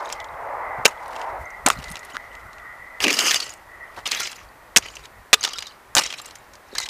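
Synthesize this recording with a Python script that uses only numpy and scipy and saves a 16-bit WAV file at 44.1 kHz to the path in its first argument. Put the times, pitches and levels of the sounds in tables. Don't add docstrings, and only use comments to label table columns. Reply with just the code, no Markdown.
import sys
import numpy as np
from scipy import signal
from scipy.fft import rfft, irfft
from scipy.io import wavfile
from scipy.ndimage import uniform_filter1d

SR = 44100
rng = np.random.default_rng(int(sys.argv[2]) if len(sys.argv) > 2 else 0)


def undo_db(level):
    steps = np.asarray(level, float) / 20
    return 10 ** steps


def output_pcm(signal):
    pcm = np.clip(np.atleast_2d(signal).T, -1, 1) * 32767
    wavfile.write(sys.argv[1], SR, np.round(pcm).astype(np.int16))


N = 303849

# (time [s], roar level [dB], whine level [dB])
MACHINE = [(0, -28.5, -65), (.2, -39, -45), (.5, -30, -52), (.65, -30.5, -45), (.8, -31, -39.5),
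           (.95, -41, -44.5), (1.22, -30.5, -52), (1.35, -31, -49), (1.5, -45, -40.5), (1.62, -43, -41.5),
           (2.05, -47.5, -46), (2.9, -52, -45), (3.62, -54.5, -50.5), (3.8, -51.5, -45), (4.5, -55, -58.5),
           (5.2, -62, -61), (6.5, -64, -61.5), (6.89, -49, -67)]
# (frequency [Hz], density [dB per Hz])
ROAR_SPECTRUM = [(150, -45), (270, -20.5), (570, -2.5), (900, 2), (1400, -7), (2100, -11.5), (2900, -32.5),
                 (5000, -67.5)]
# (multiple of its pitch, width [Hz], level [dB])
WHINE_PARTIALS = [(1, 40, -15.5), (2, 150, -8.5), (3, 85, -2.5)]
# (frequency [Hz], density [dB per Hz])
WIND_SPECTRUM = [(15, -21), (30, -10.5), (55, 3.5), (110, -3.5), (200, -15.5), (400, -39.5)]
# (peak time [s], level [dB])
GUSTS = [(.45, -59), (.8, -56.5), (1.4, -53.5), (1.8, -43.5), (2.6, -59), (3.051, -59), (3.6, -57.5),
         (4.05, -53.5), (4.8, -53), (5.2, -55.5), (6.001, -60), (6.8, -56)]
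# (frequency [Hz], density [dB per Hz])
HISS_SPECTRUM = [(150, 8), (400, 15), (1100, 18.5), (2200, 11.5), (2900, 3), (6000, -3), (14000, -4),
                 (16000, -11)]
# (time [s], peak level [dB], frequency [Hz], t60 [s])
THUDS = [(0.783, -29.5, 124, 0.1), (0.85, -15, 513, 0.05), (1.659, -10.5, 275, 0.045),
         (1.763, -37, 169, 0.053), (1.785, -25.5, 136, 0.084), (1.907, -27, 160, 0.05),
         (2.139, -34.5, 256, 0.04), (3.973, -36, 369, 0.04), (4.765, -15, 219, 0.029),
         (5.338, -21, 439, 0.057), (5.44, -51.5, 410, 0.087), (5.964, -8.5, 317, 0.02),
         (6.728, -24, 399, 0.03)]
# (time [s], level [dB])
SHELL = [(3.02, -63), (3.05, -23), (3.12, -29.5), (3.16, -43), (3.27, -38.5), (3.34, -66)]
# (frequency [Hz], width [Hz], level [dB])
PIECE_RINGS = [(1320, 280, 3), (2920, 280, 9.5), (4900, 460, 8.5), (6300, 280, 3.5)]
# (time [s], level [dB])
PIECE_HELD = [(3.125, -25), (3.165, -31), (3.21, -21.5), (3.29, -22), (3.33, -35.5), (3.365, -20.5),
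              (3.39, -39), (3.44, -42), (3.52, -45)]
# (time [s], peak
# level [dB], ring [Hz], t60 [ms])
KNOCKS = [(3.023, -12, 4900, 12), (3.0506, -2.5, 2510, 18), (3.0564, -15, 2620, 12), (3.0638, -6, 2560, 13),
          (3.0689, -0.5, 2700, 9.8), (3.0914, -9, 2770, 12), (3.0974, -5, 2400, 8.9),
          (3.1034, -4.5, 2370, 9), (3.1204, -14, 4970, 18), (3.141, -10, 5440, 36), (3.1697, -10, 4880, 38),
          (3.1838, -14, 2900, 15), (3.21, -10, 3020, 18), (3.2323, -23, 2930, 19), (3.2484, -18, 5200, 18),
          (3.265, -10, 6260, 20), (3.276, -7, 5770, 23), (3.3, -21, 2920, 21), (3.36, -10, 4660, 40),
          (3.367, -10, 2920, 17), (3.403, -19, 4800, 43), (3.425, -17, 4480, 47), (3.462, -24, 7300, 20),
          (3.504, -22, 6800, 29), (4.066, -13.5, 3630, 23), (4.0896, -18, 2600, 24), (4.128, -16, 2540, 28),
          (4.1654, -19, 3320, 18), (4.197, -17, 3390, 31), (4.2073, -18, 1390, 36), (4.222, -20, 1380, 82),
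          (4.236, -21, 3070, 12), (4.2493, -16, 5050, 12), (4.275, -18, 2190, 9.1), (4.297, -25, 2710, 12),
          (4.36, -31, 7000, 12), (4.4144, -30.5, 1210, 18), (6.017, -20, 2850, 19), (6.0557, -19, 3770, 18),
          (6.0744, -26, 5250, 18), (6.146, -30, 2220, 20), (6.2, -24, 1180, 18), (6.2174, -27, 7430, 35),
          (6.281, -30, 7460, 8), (2.1417, -27, 1500, 7), (4.887, -22, 3030, 14), (5.361, -41.5, 7700, 15),
          (5.374, -30, 1200, 110), (5.4105, -16, 6380, 22), (5.4205, -22, 4800, 14), (5.47, -19, 1300, 25),
           (5.535, -25, 2950, 110), (5.5562, -26, 1370, 80), (5.559, -27, 5300, 50), (5.566, -25, 3750, 50),
           (5.579, -20, 5000, 15), (5.606, -25, 4900, 70), (5.6484, -30, 4450, 8), (5.6595, -25, 3970, 25),
           (5.672, -26, 3700, 50), (5.696, -34, 4500, 25), (5.722, -36, 4200, 25), (6.036, -25, 2100, 90),
           (6.258, -34, 2800, 90), (6.761, -17, 1700, 18), (6.771, -24, 6300, 8), (6.783, -20, 2050, 70),
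           (6.785, -19, 4700, 35), (6.802, -20, 4400, 40), (6.802, -23, 2050, 30), (6.822, -28, 2050, 100),
           (6.837, -23, 3850, 45), (4.763, -6, 6700, 18), (.05, -31, 6500, 20), (.084, -31, 3900, 40),
           (.131, -19, 7500, 14), (.134, -25, 3200, 12), (.214, -33, 3200, 10), (.288, -34, 3800, 12),
           (1.68, -5, 1000, 12), (1.712, -22, 7000, 8), (1.7022, 2, 1300, 4), (5.988, -11, 1050, 8),
           (2.1688, -5, 1550, 2), (5.535, -25, 3260, 100), (1.9215, -21, 10300, 5)]
# (time [s], peak level [dB], ring [Hz])
GRAINS = [(0.9194, -33, 2910), (0.9777, -35, 3360), (1.1258, -44, 4440), (1.152, -33, 2790),
          (1.191, -35, 3130), (1.2414, -35, 3050), (0.34, -38, 3330), (1.457, -30.5, 6300),
          (6.725, -34, 4500), (1.922, -24, 6460), (1.7744, -26, 4150), (1.822, -39, 3780),
          (1.8654, -36, 7060), (1.8927, -30, 9000), (2.0294, -33, 4230), (2.0981, -31, 3930),
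          (2.1224, -26, 3030), (2.156, -21, 1900), (2.225, -47, 3570), (2.3176, -34, 2950),
          (2.601, -38, 3460), (3.8794, -41.5, 3120), (2.136, -30, 6800), (4.3894, -31, 6110),
          (4.4894, -36, 4560), (4.8569, -29, 2910), (4.9094, -37, 5040), (5.039, -28, 3880),
          (6.3864, -33, 7200)]
# (time [s], level [dB], mid share [dB])
DRAGS = [
    [(3.01, -32, -5), (3.05, -26.5, -2), (3.1, -22, -3.5), (3.162, -31, -8), (3.2, -34, 6),
     (3.28, -18.5, -8.5), (3.335, -25, -17), (3.365, -27.5, -8), (3.39, -48, -14)],
    [(4.06, -24.5, -1.5), (4.1, -32, -10.5), (4.2, -25, -10.5), (4.28, -30.5, -18), (4.36, -41, -18),
     (4.45, -61, 11)],
]
# (peak time [s], level [dB], rise [dB/s], fall [dB/s], mid share [dB])
SPRAYS = [(.125, -43, 120, 300, 1), (0.868, -48.5, 1997, 387, 20), (1.2, -59.5, 47, 150.5, 14),
          (1.669, -26.5, 1990, 347, 4.5), (1.722, -32, 148, 1500, -4.5), (1.85, -59.5, 97, 38.5, 19),
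          (2.15, -61.5, 78, 198, 1), (3.43, -31.5, 198, 178, -4), (3.981, -54, 248, 251.5, 11),
          (4.786, -44.5, 1999.5, 654.5, 7.5), (4.87, -38.5, 167.5, 192.5, -4.5), (5.05, -51, 60, 400, 3),
          (5.35, -51.5, 2000.5, 236, 4.5), (5.451, -26, 434.5, 349.5, -4.5), (5.59, -37, 65, 148, -9.5),
          (5.719, -52, 67, 606.5, -7.5), (5.989, -35, 2003.5, 334, -1), (6.045, -28.5, 67.5, 250, -10),
          (6.14, -43.5, 78, 165, -5), (6.27, -51.5, 48, 74, 3), (6.77, -52, 664.5, 191, 13),
          (6.82, -27, 214, 364, -29)]
# (time [s], five rings [Hz])
SHARDS = [
    (0, 2620, 3100, 3680, 5140, 6560),
    (1.6, 940, 2650, 3680, 5360, 6860),
    (3.0, 2510, 2720, 2750, 4620, 5000),
    (3.12, 2770, 3280, 4540, 5030, 6280),
    (3.9, 1280, 2710, 3340, 4100, 4880),
    (4.7, 1930, 2520, 2940, 4600, 6840),
    (5.3, 1160, 3020, 3870, 4830, 4810),
    (5.9, 1990, 2800, 3140, 3890, 5460),
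    (6.6, 1550, 2070, 3840, 4200, 5260),
]
# (frequency [Hz], density [dB per Hz])
PLASTIC_SPECTRUM = [(800, -44.5), (1600, 2), (2600, -0.5), (4500, -5), (6800, -1.5), (9000, -9.5),
                    (13000, -18.5), (16000, -13.5)]
# (time [s], peak level [dB], shard ring [Hz], tearing time [ms], body minus peak [dB])
STAMPS = [(0.8536, 5, 2490, 2.2, -7), (0.8589, -2, 2820, 3.6, -7), (0.878, -22, 6500, 4.5, 5),
          (1.6636, 1, 7230, 1.44, -10), (1.6611, -10.5, 2280, 6.4, 0), (1.674, -25, 1880, 0.97, 20),
          (1.6853, -8.5, 8300, 0.98, -2), (1.7018, -4.5, 2600, 0.6, -3.5), (2.143, -30, 1940, 14, 6),
          (3.972, -42, 2930, 19, 17), (4.7612, 0.5, 3000, 4.1, -11.5), (4.77, 5, 5960, 2.1, -24.5),
          (4.774, -6, 3500, 1.8, -11.5), (4.7822, -10.5, 6000, 1.7, -6), (5.33, 5, 2520, 1.9, -10.5),
          (5.334, 5, 3430, 8.3, -12), (5.475, -21, 3530, 3.2, -0.5), (5.9514, 3, 6700, 0.38, -18),
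          (5.96, -13.5, 7500, 1.5, -3), (5.9661, -5, 3580, 8.9, -4.5), (5.9799, -3.5, 4260, 4.2, -37),
          (5.9853, -9, 4970, 11.3, -5.5), (6.7516, -22, 4030, 3, -4.5), (6.7823, -11.5, 4500, 3.4, -14),
          (6.801, -19.5, 6800, 1.8, -4.5), (6.81, -27, 6550, 7.8, -13)]
# (time [s], peak level [dB], shard ring [Hz], tearing time [ms])
SNAPS = [(3.0032, -15, 2820, 2.2), (3.026, -17.5, 2920, 2.2), (3.0331, -18, 5960, 1.4),
         (3.039, -6.5, 2830, 5), (3.0685, -15.5, 2580, 2.3), (3.0806, -8.5, 2430, 3.1),
         (3.104, -14, 2430, 2.5), (3.1286, -9.5, 4700, 0.66), (3.14, -19, 4930, 3.9),
         (3.1695, -29, 4900, 1.6), (3.189, -7.5, 4310, 3.9), (3.211, -25, 2840, 1.2),
         (3.309, -10, 3370, 6.8), (3.344, -4.5, 3640, 0.57), (3.357, -23, 4700, 0.61),
         (3.3786, -32, 3440, 1.5), (3.4018, -16, 4460, 3.6), (3.4253, -25, 4460, 6.6),
         (3.493, -29, 6150, 1.9), (3.537, -32, 7700, 2.1), (4.056, -17.5, 3060, 12.6),
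         (4.075, -17.5, 5600, 1.5), (4.112, -17.5, 4140, 3.2), (4.117, -9, 4300, 1.3),
         (4.122, -20, 2630, 9.8), (4.148, -19, 3650, 1.7), (4.1703, -21.5, 3800, 6.2),
         (4.252, -22, 2730, 10), (4.2665, -22, 4600, 10), (4.3166, -28.5, 4700, 1), (4.3288, -30, 2920, 1)]
# (time [s], peak level [dB], shard ring [Hz], skid [ms])
LANDINGS = [(4.823, -29, 2780, 1.4), (4.884, -31, 3020, 2.2), (4.953, -30.5, 6160, 6.3),
            (4.968, -25, 2750, 0.81), (5.053, -32, 3680, 5.2), (5.43, -16, 4180, 0.92),
            (5.438, -9.5, 4100, 1.7), (5.4481, -10, 3500, 3), (5.533, -22, 5000, 2.6),
            (5.5839, -18.5, 3850, 5.8), (5.6052, -30, 4730, 2), (5.623, -22, 3000, 2.5),
            (5.669, -25.5, 4740, 2.1), (6.02, -19.5, 2820, 3.8), (6.036, -19, 4040, 2.3),
            (6.067, -27, 3180, 8.7), (6.102, -22, 3280, 5.2), (6.1262, -19.5, 3020, 0.64),
            (6.1376, -23.5, 2560, 4.7), (6.1803, -29, 3950, 19), (6.2148, -36.5, 9800, 4),
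            (6.257, -30, 7440, 5), (6.309, -32, 4070, 1.4), (6.354, -32, 6370, 4),
            (6.535, -38.5, 5240, 2.4), (6.8354, -30, 3700, 3.5), (6.8574, -25, 3280, 6.6),
            (6.8885, -20, 3990, 1.2)]
# (time [s], peak level [dB], ring [Hz])
TICKS = [(0.057, -29.5, 3630), (0.091, -34.5, 6300), (0.1006, -24.5, 2800), (0.1252, -18, 5400),
         (0.201, -29.5, 3460), (0.2436, -34, 3340), (0.85, -12, 1470), (1.08, -37.5, 9600),
         (1.1628, -28, 2730), (1.215, -27.5, 2650), (1.504, -40.5, 6000), (0.004, -40, 3500),
         (1.789, -33, 4370), (1.8, -36, 2710), (1.841, -27, 4300), (1.883, -32, 4050), (1.902, -28.5, 8800),
         (1.915, -29, 8500), (1.731, -32, 4600), (1.956, -21.5, 3350), (1.9683, -26, 2730),
         (1.9926, -32.5, 6700), (2.05, -33, 10000), (2.352, -36, 2900), (2.531, -39, 4220),
         (2.5832, -35.5, 2550), (6.554, -36.5, 4890)]

WHINE_HZ = 677
GUST_RISE_DB_S, GUST_FALL_DB_S, CALM_DB, CALMING_DB_S = 65, 65.5, -57.5, 2
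HISS_DB = -49.5
GRAIN_T60_MS, GRAIN_DB, KNOCK_DB = 13, -3.5, -7
TICK_MS = 1
SNAP_BODY_DB, LANDING_BODY_DB, TICK_BODY_DB, BODY_DB_PER_OCTAVE = -12, -13.5, -8, -2.5
TOP_HZ = 15050


def unit(x):
    return x / np.sqrt(np.mean(x ** 2))


def noise():
    return rng.standard_normal(N)


def colour(x, points):
    hz, db = np.transpose(points)
    bins_hz = np.arange(1, 2050) * SR / 4096
    cepstrum = irfft(np.log(undo_db(np.interp(np.log(bins_hz), np.log(hz), db))))
    cepstrum[1:2048] *= 2
    cepstrum[2049:] = 0
    response = irfft(np.exp(rfft(cepstrum)))[:2048]
    return signal.fftconvolve(x, response)[:len(x)]


def ring(x, hz, width_hz):
    b, a = signal.iirpeak(np.clip(hz, 40, .45 * SR), max(hz / width_hz, .3), SR)
    return signal.lfilter(b, a, x)


def walk(rate):
    hold = int(SR / rate)
    steps = np.repeat(rng.standard_normal(int(N / 20)), hold)[:N]
    return unit(uniform_filter1d(uniform_filter1d(steps, hold), hold))


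def breaks(chance, share, spread_db):
    size = undo_db(-spread_db * np.log(chance[2] + 1e-9))
    return (chance[0] < share) * np.sign(chance[1] - .5) * size


def add(out, s, x):
    i = int(s * SR)
    out[i:i + len(x)] += x[:N - i]


def curve(rows, rise_s=0.0068, fall_s=0.018):
    t = np.arange(N) / SR
    s, *columns = np.transpose(rows)
    inside = np.clip(np.minimum((t - s[0]) / rise_s + 1, (s[-1] - t) / fall_s + 1), 0, 1)
    return [inside * undo_db(np.interp(t, s, db)) for db in columns]


def swell(s, db, rise_db_s, fall_db_s):
    t = np.arange(N) / SR - s
    slope = np.where(t < 0, -abs(rise_db_s), abs(fall_db_s))
    return undo_db(db - slope * t)


def hiss():
    return undo_db(HISS_DB) * unit(colour(noise(), HISS_SPECTRUM))


def wind():
    gusts = swell(0, CALM_DB, 0, CALMING_DB_S)
    for s, db in GUSTS:
        gusts = gusts + swell(s, db, GUST_RISE_DB_S, GUST_FALL_DB_S)
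    rumble = unit(colour(noise(), WIND_SPECTRUM)) * undo_db(4.5 * walk(25)) * gusts
    return rumble + undo_db(-69.5) * unit(ring(noise(), 120, 9.7))


def machine():
    roar_gain, whine_gain = curve(MACHINE)
    humps = sum(undo_db(3 * walk(14)) * ring(noise(), hz, 0.27 * hz) for hz in (620, 850, 1100))
    roar = unit(colour(noise() + undo_db(-3.5) * humps, ROAR_SPECTRUM))

    hz = WHINE_HZ * (1 - .014 * np.arange(N) / SR + 0.0088 * walk(7))
    phase = 2 * np.pi * np.cumsum(hz) / SR
    whine = 0
    for k, width_hz, db in WHINE_PARTIALS:
        b, a = signal.butter(2, width_hz, fs=SR)
        in_phase, quadrature = (unit(signal.lfilter(b, a, noise())) for _ in range(2))
        partial = in_phase * np.cos(k * phase) + quadrature * np.sin(k * phase)
        whine = whine + undo_db(db + 1.6 * walk(9) + 2.5 * walk(20)) * partial
    return roar_gain * roar + undo_db(2.0) * whine_gain * whine


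def thuds():
    out, t = np.zeros(N), np.arange(8000) / SR
    for s, db, hz, t60 in THUDS:
        wobble = 1 + .5 * unit(ring(rng.standard_normal(len(t)), 100, 81))
        envelope = np.minimum(t / 0.0041, 1) * 1000 ** (-t / max(t60, .01))
        add(out, s, undo_db(db) * wobble * np.sin(2 * np.pi * hz * t) * envelope)
    return out


def scraped_shell():
    rub = noise()
    low = ring(rub, 286, 89) + undo_db(-34) * ring(rub, 570, 310)
    return curve(SHELL)[0] * unit(ring(low, 590, 710))


def dragged_piece():
    slips = breaks(rng.random((3, N)), 0.023, 1.0) * undo_db(2.3 * walk(90))
    rings = sum(undo_db(db) * unit(ring(slips, hz, width_hz)) for hz, width_hz, db in PIECE_RINGS)
    return curve(PIECE_HELD)[0] * unit(rings)


def knocks():
    out, t_ms = np.zeros(N), np.arange(2500) / SR * 1000
    grains = [(s, db + GRAIN_DB, hz, GRAIN_T60_MS) for s, db, hz in GRAINS]
    for s, db, hz, t60_ms in KNOCKS + grains:
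        rough = np.sin(2 * np.pi * hz * t_ms / 1000) + rng.standard_normal(len(t_ms))
        push = rough * t_ms * np.exp(-t_ms / 0.37)
        width_hz = np.log(1000) / np.pi / max(t60_ms, 2) * 1000
        x = unit(ring(push, hz, width_hz))
        x = x + undo_db(-17.5) * unit(ring(push, 1.4 * hz, 1.0 * width_hz))
        x = x + undo_db(-21.5) * unit(ring(push, hz, 1.3 * hz))
        add(out, s - .001, undo_db(db + KNOCK_DB) * x / np.abs(x).max())
    return out


def patchy(x, spread_db):
    bands = 0
    for k, hz in enumerate((1500, 2500, 4000, 6300, 9500, 13500)):
        bands = bands + (-1) ** k * undo_db(spread_db * walk(70)) * ring(x, hz, .55 * hz)
    return unit(bands)


def thrown_at(s):
    blows = [row[0] for row in STAMPS if row[1] > -7 and row[0] <= s]
    return np.arange(N) / SR >= max([0] + blows)


def loose_shards(x, width_hz, scatter, spread_db):
    out, step = np.zeros(N), SR // 45
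    for a in range(0, N, step):
        rings = [row[1:] for row in SHARDS if row[0] * SR <= a + step][-1]
        for v, hz, (bend, grip) in zip(x, rings, rng.standard_normal((5, 2))):
            clicks = np.pad(v[a:a + step], (0, step))
            add(out, a / SR, undo_db(spread_db * grip) * ring(clicks, hz * (1 + scatter * bend), width_hz))
    return out


def grit(pushes):
    dragged, mid, sprayed = 0, 0, 0
    for drag in DRAGS:
        level, share = curve(drag)
        dragged, mid = dragged + level, mid + level * share
    for *spray, share_db in SPRAYS:
        level = swell(*spray) * thrown_at(spray[0])
        sprayed, mid = sprayed + level, mid + level * undo_db(share_db)

    clicks = breaks(rng.random((3, N)), .12, 2.2) * undo_db(3.0 * walk(200) + 3 * walk(70))
    bright = colour(clicks, PLASTIC_SPECTRUM)
    out = undo_db(-5) * (dragged * patchy(bright, 4.5) + sprayed * patchy(ring(bright, 4200, 5000), 5))
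    out += mid * unit(ring(clicks, 1500, 1200) + ring(clicks, 710, 1200))

    pressure = undo_db(7) * (dragged + undo_db(3) * sprayed)
    own = []
    for _ in range(5):
        own_clicks = unit(breaks(rng.random((3, N)), .008, 2.4))
        own.append(pressure * own_clicks + undo_db(-4) * pushes)
    return out + undo_db(-4) * loose_shards(own, 130, .025, 3)


def fractures():
    def body(db, hz):
        return db + BODY_DB_PER_OCTAVE * np.log2(hz / 3500)

    snaps = [(*row, body(SNAP_BODY_DB, row[2])) for row in SNAPS]
    landings = [(*row, body(LANDING_BODY_DB, row[2])) for row in LANDINGS]
    ticks = [(*row, TICK_MS, body(TICK_BODY_DB, row[2])) for row in TICKS]
    return STAMPS + snaps + landings + ticks


def to_peak(x):
    return x / np.sqrt(uniform_filter1d(x ** 2, size=88).max())


def cracks():
    out, pushes, t_ms = np.zeros(N), np.zeros(N), np.arange(3000) / SR * 1000
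    for s, db, hz, tear_ms, body_db in fractures():
        chance, pick = rng.random((3, len(t_ms))), rng.random(4)
        after = np.maximum(t_ms - 1.1 * tear_ms, 0)
        rattle = undo_db(min(-11, -28 - .7 * db)) * np.exp(-after / 8)
        envelope = np.minimum(t_ms / (0.056 + 0.12 * tear_ms), 1) * (np.exp(-after / 1.84) + rattle)
        push = envelope * breaks(chance, 0.49, 3.32)
        push[8:12] += undo_db(20) / (1 + tear_ms) * np.array([.6, 1, -.8, -.5])

        shard = undo_db(5.5) * ring(push, hz, 0.21 * hz)
        shard += undo_db(min(8, -1 - .4 * db)) * ring(push, hz * (.97 + .06 * pick[0]), 60)
        bright = ring(colour(push, PLASTIC_SPECTRUM), hz, 2.2 * hz)
        if db <= -15 and hz <= 5200:
            bright = ring(bright, hz, 2.3 * hz)
        shard += bright
        body = ring(ring(push, 700 + 700 * pick[2], 570), 390, 1600)
        add(out, s, undo_db(db - 5.0) * (to_peak(shard) + undo_db(body_db) * to_peak(body)))
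        add(pushes, s, undo_db(min(db, -9)) * ring(to_peak(push), hz, 1.3 * hz))
    return out, pushes


def scene():
    background = machine() + wind() + hiss()
    breaking, pushes = cracks()
    near = thuds() + scraped_shell() + dragged_piece() + knocks() + grit(pushes) + breaking
    tail = rng.standard_normal(4000) * 1000 ** (-np.arange(4000) / SR / .05)
    near = near + undo_db(-42) * signal.fftconvolve(near, tail)[:N]
    mid = near + background
    side_spectrum = [(100, -11.5), (1000, -18.5), (4000, -16.0), (12000, -3.5)]
    side = undo_db(-18.5) * colour(np.roll(mid, 40), side_spectrum)
    return np.array([mid + side, mid - side])


def roll_off(x):
    return signal.sosfilt(signal.butter(12, 16050, fs=SR, output="sos"), x)


def record(dry):
    clipped = np.clip(dry, -.93, .93)
    lowpass = signal.ellip(10, .2, 70, TOP_HZ, fs=SR, output="sos")
    mix = signal.sosfilt(lowpass, clipped)
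    return roll_off(mix)


dry = scene()
out = record(dry)
output_pcm(out)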